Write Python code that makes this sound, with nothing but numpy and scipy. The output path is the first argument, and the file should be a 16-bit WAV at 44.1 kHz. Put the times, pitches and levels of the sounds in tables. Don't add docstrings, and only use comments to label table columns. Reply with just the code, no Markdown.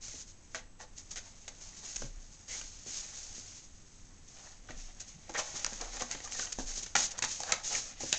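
import sys
import numpy as np
from scipy import signal
from scipy.fft import rfft, irfft
from scipy.io import wavfile
from scipy.ndimage import uniform_filter1d, map_coordinates

SR = 44100
rng = np.random.default_rng(int(sys.argv[2]) if len(sys.argv) > 2 else 0)


def put_to_file(sound):
    columns = np.atleast_2d(sound).T
    safe = np.clip(columns, -1, 1)
    whole_steps = np.round(safe * 32767)
    wavfile.write(sys.argv[1], SR, whole_steps.astype(np.int16))


N = 360738
TIME = np.arange(N) / SR

# t/s, relative tick level/dB, relative wall ring level/dB, slip length/s,
# favoured f of the spot/Hz
CLAW_CATCHES = [(0.5468, -38, -38.5, 0.0015, 1900), (1.159, -38, -60, 0.0019, 1592),
                (1.479, -41.5, -44, 0.0015, 2200), (1.96, -31, -67, 0.0092, 2520),
                (2.019, -43, -43, 0.0044, 1200), (2.612, -40.5, -46, 0.0037, 1700),
                (4.706, -54, -44, 0.0017, 1298), (5.294, -47, -42, 0.0041, 897),
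                (5.376, -48.5, -44, 0.0046, 800), (5.388, -32, -38, 0.0133, 2000),
                (5.646, -23, -38.5, 0.0014, 1600), (5.664, -31.5, -39.5, 0.0023, 1100),
                (5.731, -42, -51, 0.0032, 1787), (5.812, -34, -45, 0.0059, 905),
                (5.969, -41, -46.5, 0.0012, 1600), (6.021, -34, -39, 0.0015, 1032),
                (6.113, -32, -51, 0.0013, 2640), (6.149, -47, -43, 0.0031, 1920),
                (6.203, -48, -46, 0.0011, 1200), (6.275, -46, -45, 0.00185, 1750),
                (6.322, -33, -56, 0.0013, 2600), (6.394, -34, -36, 0.0042, 1560),
                (6.469, -47, -44.5, 0.006, 2250), (6.523, -31, -65, 0.0088, 1574),
                (6.588, -40, -43, 0.00114, 650), (6.862, -39, -47, 0.0055, 2180),
                (6.953, -22, -26, 0.0039, 1900), (6.964, -21, -33, 0.00337, 2500),
                (7.028, -30, -60, 0.0044, 1480), (7.19, -33.5, -42, 0.0011, 1300),
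                (7.223, -28, -34, 0.0062, 2330), (7.238, -32.5, -36.5, 0.005, 2400),
                (7.403, -33, -38.5, 0.0023, 900), (7.434, -32.5, -40.5, 0.0022, 1372),
                (7.521, -20, -30.5, 0.005, 2200), (7.648, -38, -55, 0.002, 2020),
                (7.749, -31.5, -34, 0.0056, 2066), (8.005, -44, -42.5, 0.0031, 1100),
                (8.036, -49, -42.5, 0.00084, 700), (8.1269, -22, -44.5, 0.0041, 2695)]
# t/s, relative level/dB, low ring f/Hz, middle ring f/Hz, high ring f/Hz,
# step of each ring against the one below/dB
PANEL_KNOCKS = [(0.547, -36, 670, 1660, 1910, 2.5), (4.689, -46, 760, 1220, 1500, 6),
                (5.295, -41.5, 323, 502, 870, 3.5), (6.021, -39.5, 750, 1190, 1508, 1.5),
                (6.9533, -22.5, 793.7, 1370, 1750, -0.5), (6.964, -34.5, 790, 1426, 2420, 6),
                (7.224, -35, 1913, 2560, 3800, 3), (7.2398, -32, 856, 1310, 1810, 3.5),
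                (7.5232, -26, 1296, 2200, 3940, 4), (8.128, -25.5, 1780, 2560, 3950, 4)]
# f/Hz, relative level/dB
SCRAPE_SPECTRUM = [(100, -5), (400, -6.5), (1000, -11), (2000, -4), (3200, -2.5), (4500, 2), (6500, 3),
                   (9000, -2.5)]
SHIFTING_HZ = 1720


def undb(db):
    return 10 ** (np.asarray(db) / 20)


def unit(x):
    return x / np.sqrt(np.mean(x ** 2))


def unit_energy(x):
    return x / np.sqrt(np.sum(x ** 2))


def add(out, start_s, x):
    start = int(np.clip(start_s * SR, 0, N - 1))
    out[start:start + len(x)] += x[:N - start]


def colour(x, spectrum, size=8192):
    hz, db = np.transpose(spectrum)
    bins_hz = np.arange(size // 2 + 1) * SR / size
    response_db = np.interp(np.log(bins_hz + 1), np.log(hz), db)
    cepstrum = irfft(np.log(undb(response_db)))[:size // 2]
    cepstrum[1:] *= 2
    impulse = irfft(np.exp(rfft(cepstrum, size)))[:size // 2]
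    return signal.fftconvolve(x, impulse)[:len(x)]


def walk(rate_hz):
    hold = int(SR / rate_hz)
    steps = np.repeat(rng.standard_normal(N // hold + 1), hold)
    return unit(uniform_filter1d(steps, hold)[:N])


def fade(t60_s, size=12000):
    return np.exp(-np.log(1000) * TIME[:size] / t60_s)


def ring(modes, scatter_db, detune):
    out = 0
    draws = rng.standard_normal((len(modes), 3))
    for (hz, db, t60_s), (size, stretch, side) in zip(modes, draws):
        decay = fade(t60_s)
        bent_hz = hz * (1 + detune * stretch)
        gain = np.sign(side) * undb(db + scatter_db * size)
        out = out + gain * decay * np.sin(2 * np.pi * bent_hz * TIME[:len(decay)])
    return unit_energy(out)


def favour(hz, spot_hz, slope_db=6):
    return -slope_db * np.minimum(np.log2(hz / spot_hz) ** 2, 2)


def wall(force, spot_hz, flex_db, scatter_db, damping=1):
    # f/Hz, relative level/dB, t60 before damping/s
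    wall_modes = [(501, -5.5, 0.38), (573, -6, 0.16), (676, -9, 0.23), (784, -8.5, 0.058),
                  (862, -2.5, 0.18), (987, -11, 0.05), (1260, -4, 0.029), (1440, -2.5, 0.05),
                  (1607, 2, 0.06), (1852, 10, 0.025), (2140, -8.5, 0.05), (2330, -9, 0.037),
                  (2590, -5, 0.047), (2850, -4, 0.057), (3780, 3, 0.019), (4493, -3, 0.049)]
    # f/Hz, relative level/dB
    shell_spectrum = [(90, -21), (240, -5.5), (380, -1), (750, 5), (1050, 0), (1600, -3), (2600, -1),
                      (4000, 0), (6500, -6.5), (9000, -20.5)]
    spot_modes = [(hz, db + favour(hz, spot_hz), t60_s / damping) for hz, db, t60_s in wall_modes]
    modes = ring(spot_modes, scatter_db, detune=0.013)
    flex = colour(force, [(hz, db + favour(hz, spot_hz)) for hz, db in shell_spectrum])
    ringing = signal.fftconvolve(force, modes)[:len(force)]
    return unit_energy(ringing) + undb(flex_db) * unit_energy(flex)


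def rubbing(hiss_db=-1, rasp_db=-1.0, judder_db=1.0, flicker_db=4.5, reach_octaves=0.98, grit_db=-6,
            flutter_db=1.26):
    hiss_gain, rasp_gain, spot_octaves = contact()
    hiss_gain = hiss_gain * undb(flutter_db * walk(rate_hz=30))
    judder = undb(judder_db * walk(rate_hz=160))
    friction = unit(slips(rate_hz=7000, spread_db=1.5) * judder)
    skips = unit(friction + 0.55 * slips(rate_hz=600, spread_db=5.5))
    spots_hz = np.geomspace(550, 3000, 5)
    place = spot_octaves + 0.18 * walk(rate_hz=10)
    shares = np.exp(-((place - np.log2(spots_hz)[:, None]) / reach_octaves) ** 2)
    shares /= np.linalg.norm(shares, axis=0)
    walls = np.zeros(N)
    for hz, share in zip(spots_hz, shares):
        pressed = skips * undb(flicker_db * walk(rate_hz=55))
        walls += share * unit(wall(pressed, hz, flex_db=1.5, scatter_db=3, damping=2))
    grit = undb(grit_db) * unit(colour(slips(rate_hz=430, spread_db=6), SCRAPE_SPECTRUM))
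    surface = unit(colour(friction, SCRAPE_SPECTRUM))
    return undb(hiss_db) * hiss_gain * surface + undb(rasp_db) * rasp_gain * (bend(walls) + grit)


def slips(rate_hz, spread_db):
    sizes = undb(spread_db * np.minimum(rng.exponential(size=N), 4))
    return unit((rng.random(N) < rate_hz / SR) * sizes * rng.choice([-1, 1], N))


def contact():
    # t/s, surface hiss level/dB, wall rasp level/dB
    shifting = [(0.0, -81.5, -95), (0.45, -62, -77.5), (0.72, -74, -87), (1.1, -59, -74),
                (1.36, -60.5, -67.5), (2.2, -61.5, -70), (3.301, -57.5, -69), (3.75, -63, -75),
                (4.6, -64.5, -72), (4.8, -59.5, -64.5), (5.27, -61.5, -65), (5.451, -48, -52),
                (6.4, -52.5, -58), (6.52, -53, -62), (6.82, -51.5, -61), (6.9, -52, -70), (7.1, -82, -53.5),
                (7.35, -71, -64), (7.8, -43, -62.5), (7.969, -56, -60), (8.18, -41.5, -67)]
    s, *columns = np.transpose(shifting)
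    hiss, rasp = (undb(np.interp(TIME, s, column)) ** 2 for column in columns)
    octaves = rasp * np.log2(SHIFTING_HZ)
    for start_s, envelope, hiss_db, rasp_db, spot_hz in strokes():
        power = (undb(rasp_db) * envelope) ** 2
        add(hiss, start_s, (undb(hiss_db) * envelope) ** 2)
        add(rasp, start_s, power)
        add(octaves, start_s, power * np.log2(spot_hz))
    return np.sqrt(hiss), np.sqrt(rasp), octaves / rasp


def strokes():
    # t/s, length/s, relative level/dB
    fur_slides = [(0.007, 0.2112, -46.5), (0.26, 0.052, -52.5), (0.497, 0.062, -57.5), (0.96, 0.04, -47),
                  (1.596, 0.159, -52.5), (1.751, 0.089, -50), (1.815, 0.24, -46), (2.289, 0.062, -56),
                  (2.471, 0.13, -43), (2.614, 0.36, -52.5), (2.855, 0.19, -45), (3.04, 0.18, -47.5),
                  (3.213, 0.17, -47), (3.362, 0.23, -50), (3.58, 0.0665, -54.5), (4.263, 0.26, -55),
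                  (4.757, 0.13, -52.5), (5.544, 0.036, -36.5), (6.304, 0.15, -38.5), (6.653, 0.11, -41),
                  (6.746, 0.046, -38.5), (6.957, 0.1, -33), (7.215, 0.21, -41), (7.436, 0.096, -45),
                  (7.629, 0.16, -35.5), (7.778, 0.12, -45), (7.99, 0.14, -42.5)]
    # t/s, length/s, surface hiss level/dB, wall rasp level/dB, favoured f of the spot/Hz
    paw_strokes = [(0.538, 0.07, -49.5, -49, 1600), (0.787, 0.078, -53, -52, 1200),
                   (1.102, 0.045, -43.5, -58, 2500), (1.154, 0.0545, -42.5, -47.5, 2680),
                   (1.232, 0.073, -58, -57.5, 1505), (1.476, 0.024, -44, -58, 1910),
                   (2.49, 0.133, -42.5, -52, 2300), (2.907, 0.1368, -42, -74, 2110),
                   (4.333, 0.25, -71, -61.5, 1150), (4.675, 0.077, -72.5, -59, 1206),
                   (4.994, 0.038, -44, -74, 2475), (5.057, 0.09, -50.5, -61, 2400),
                   (5.335, 0.043, -64, -40, 1490), (5.365, 0.067, -35.5, -36.5, 1500),
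                   (5.789, 0.094, -65, -47, 943), (5.919, 0.088, -42.5, -48, 1598),
                   (5.986, 0.072, -41, -46, 1100), (6.098, 0.06, -40, -48, 1960),
                   (6.229, 0.051, -47, -52, 997), (6.374, 0.0405, -57.5, -48, 1575),
                   (6.518, 0.0232, -43, -65, 1568), (6.573, 0.068, -42.5, -53.5, 547),
                   (6.822, 0.029, -39, -57, 2006), (7.101, 0.035, -42, -51, 1200),
                   (7.174, 0.027, -41, -45, 1400), (7.231, 0.034, -36, -38, 1393),
                   (7.452, 0.16, -50.5, -44, 1410), (7.699, 0.077, -43, -45, 2060)]
    attack_s, release_s, sag_db, slide_rasp_db = 0.022, 0.022, -2, -17
    peak_share, steepness = 0.37, 2.46
    skid_hiss_db, skid_rasp_db, skid_t60_s = -11, -10.5, 0.13
    t = TIME[:SR]
    for s, length_s, db in fur_slides:
        held = np.minimum(t / attack_s, 1) * undb(sag_db * t / length_s)
        envelope = held * np.exp(-np.maximum(t - length_s, 0) / release_s)
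        yield s, envelope, db, db + slide_rasp_db, SHIFTING_HZ
    for s, length_s, hiss_db, rasp_db, spot_hz in paw_strokes:
        progress = t / (peak_share * length_s)
        yield s, (progress * np.exp(1 - progress)) ** steepness, hiss_db, rasp_db, spot_hz
    for s, _, ring_db, length_s, spot_hz in CLAW_CATCHES:
        yield s + length_s, fade(skid_t60_s), ring_db + skid_hiss_db, ring_db + skid_rasp_db, spot_hz
    for s, db, _, middle_hz, _, _ in PANEL_KNOCKS:
        yield s, fade(skid_t60_s), db + skid_hiss_db, db + skid_rasp_db, middle_hz


def bend(x, depth=0.05):
    drift = np.cumsum(depth * walk(rate_hz=10))
    return map_coordinates(x, [np.arange(N) + drift], mode="mirror")


def claws(tick_db=23, knock_db=24, grip_db=2, snap=4, flex_t60_s=0.018, flex_share=0.14):
    ticks, wall_rings = np.zeros(N), np.zeros(N)
    shiver = flex_share * fade(flex_t60_s)
    for s, sharp_db, ring_db, length_s, spot_hz in CLAW_CATCHES:
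        count = max(int(length_s * SR), 8)
        chatter = rng.standard_normal(count) * undb(grip_db * rng.standard_normal(count))
        chatter[0] = snap
        add(ticks, s, undb(sharp_db + tick_db) * unit_energy(chatter))
        returns = np.append(1, shiver * rng.standard_normal(len(shiver)))
        force = signal.fftconvolve(chatter, returns)
        knock = wall(force, spot_hz, flex_db=3.5, scatter_db=1.5)
        add(wall_rings, s, undb(ring_db + knock_db) * unit_energy(knock))
    return colour(ticks, SCRAPE_SPECTRUM) + wall_rings


def knocks(knock_db=24, ring_cycles=32, echo_db=-5, echo_t60_s=0.12, rest_db=-12):
    out = np.zeros(N)
    decay = fade(echo_t60_s)
    for s, db, *pitches_hz, step_db in PANEL_KNOCKS:
        modes = [(hz, k * step_db, ring_cycles / hz) for k, hz in enumerate(pitches_hz)]
        panel = ring(modes, scatter_db=0.5, detune=0.005)
        returns = unit_energy(decay * rng.standard_normal(len(decay)))
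        echo = unit_energy(signal.fftconvolve(panel, returns)[:len(panel)])
        rest = unit_energy(wall(returns, pitches_hz[1], flex_db=3.5, scatter_db=1.5))
        blow = panel + undb(echo_db) * echo + undb(rest_db) * rest
        add(out, s, undb(db + knock_db) * unit_energy(blow))
    return out


def squeaks():
    # t/s, length/s, peak level/dB, first f/Hz, last f/Hz, bandwidth/Hz
    drags = [(2.481, 0.092, -50, 2020, 2110, 320), (5.11, 0.1, -56, 138, 185, 40),
             (5.338, 0.05, -37.5, 1788, 1955, 600), (6.239, 0.051, -56, 1338, 1063, 90),
             (6.335, 0.05, -51, 2020, 1720, 110), (6.422, 0.014, -43.5, 1430, 1520, 90),
             (7.474, 0.045, -47.5, 1480, 1596, 160)]
    out = np.zeros(N)
    for s, length_s, db, first_hz, last_hz, width_hz in drags:
        progress = np.linspace(0, 1, int(length_s * SR))
        hz = first_hz * (last_hz / first_hz) ** progress
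        add(out, s, undb(db) * np.sin(np.pi * progress) * squeak(hz, width_hz))
    return out


def squeak(hz, width_hz):
    blur = signal.butter(2, width_hz / 2, fs=SR, output="sos")
    real, imaginary = signal.sosfilt(blur, rng.standard_normal((2, len(hz))))
    phase = 2 * np.pi * np.cumsum(hz) / SR
    return unit(real * np.cos(phase) + imaginary * np.sin(phase))


def thuds(thud_db=25, pad_t60_s=0.11, pad_db=-1, pad_spread=1.73, slap_db=0, slap_t60_s=0.0066,
          slap_ratio=1.62):
    # t/s, relative level/dB, favoured f of the spot/Hz
    blows = [(0.141, -51, 357), (2.021, -42, 334), (2.036, -40.5, 120), (2.864, -48, 290),
             (3.381, -50, 256), (4.699, -45.5, 223), (4.771, -52.5, 110), (5.293, -48.5, 301),
             (5.542, -45, 200), (5.725, -46.5, 283), (5.809, -48.5, 290), (5.948, -50, 279.6),
             (6.015, -41, 319), (6.147, -44.5, 245), (6.587, -33, 336), (6.777, -49, 284),
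             (7.234, -44.5, 230), (7.523, -45, 245), (8.006, -45, 203), (8.035, -38.5, 257.7)]
    # f/Hz, relative level/dB, t60/s
    bottom_modes = [(128, 0, 0.17), (161.7, 0, 0.16), (220, -6.5, 0.022), (258.38, 3, 0.28),
                    (292, -10.5, 0.058), (486, -9.5, 0.079), (562, -1.5, 0.2)]
    nudge_db, nudge_hz = -16, 302
    nudges = [(s, ring_db + nudge_db, nudge_hz) for s, _, ring_db, _, _ in CLAW_CATCHES]
    out = np.zeros(N)
    give = fade(pad_t60_s)
    for s, db, spot_hz in blows + nudges:
        spot_modes = [(hz, gain_db + favour(hz, spot_hz), t60_s) for hz, gain_db, t60_s in bottom_modes]
        body = ring(spot_modes, scatter_db=5.5, detune=0.027)
        band_hz = spot_hz * max(pad_spread, 1.1) ** np.array([-1, 1])
        dull = signal.butter(2, band_hz, "bandpass", fs=SR, output="sos")
        pad = unit_energy(signal.sosfilt(dull, give * rng.standard_normal(len(give))))
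        slap = ring([(slap_ratio * spot_hz, 0, slap_t60_s)], scatter_db=0, detune=0)
        thud = body + undb(pad_db) * pad + undb(slap_db) * slap
        add(out, s, undb(db + thud_db) * unit_energy(thud))
    return out


def heaves(low_hz=20, high_hz=38):
    # t/s, peak level/dB, length/s
    weight_shifts = [(1.963, -40.5, 0.38), (2.61, -48, 0.2), (4.72, -40.5, 0.25), (5.638, -44.5, 0.62),
                     (6.566, -40, 0.33)]
    band = signal.butter(4, [low_hz, high_hz], "bandpass", fs=SR, output="sos")
    noise = signal.sosfilt(band, rng.standard_normal(N))
    wobble = np.cos(np.angle(signal.hilbert(noise)))
    swell = np.zeros(N)
    for s, db, length_s in weight_shifts:
        progress = np.clip((TIME - s) / length_s, 0, 1)
        swell += undb(db) * np.sin(np.pi * progress ** 0.53)
    return wobble * swell


def room(x, wet_db=-10, t60_s=0.29, first_echo_s=0.0081, dull_hz=4500):
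    decay = fade(t60_s)
    late = TIME[:len(decay)] > first_echo_s
    tail = unit_energy(decay * rng.standard_normal(len(decay)) * late)
    tail = signal.sosfilt(signal.butter(1, dull_hz, fs=SR, output="sos"), tail)
    return x + undb(wet_db) * signal.fftconvolve(x, tail)[:N]


def background(floor_db=-54, waver_db=0.1):
    # f/Hz, relative level/dB
    room_tone = [(15, -0.5), (30, 2.5), (48, -13.5), (86, -7.5), (115, -14.5), (260, -17.5), (420, -26),
                 (1100, -30.5), (3000, -35), (7300, -48.5), (7700, -23.5), (8000, -32.5)]
    level = undb(floor_db + waver_db * walk(rate_hz=4.056))
    return level * unit(colour(rng.standard_normal(N), room_tone))


def scene():
    basket = rubbing() + squeaks() + claws() + knocks() + thuds()
    return (room(basket) + heaves() + background())[None]


def record(dry, ceiling=0.55, top_hz=8900):
    # f/Hz, gain/dB
    microphone = [(20, 0), (3500, -1), (4900, 0.5), (5800, 5), (6550, 9.5), (7200, 5), (7700, -1),
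                  (8050, -9), (8500, -9.5), (9200, -34)]
    lowpass = signal.ellip(8, .2, 70, top_hz, fs=SR, output="sos")
    rounded = ceiling * np.tanh(colour(dry[0], microphone) / ceiling)
    return signal.sosfilt(lowpass, rounded)[None]


dry = scene()
out = record(dry)
put_to_file(out)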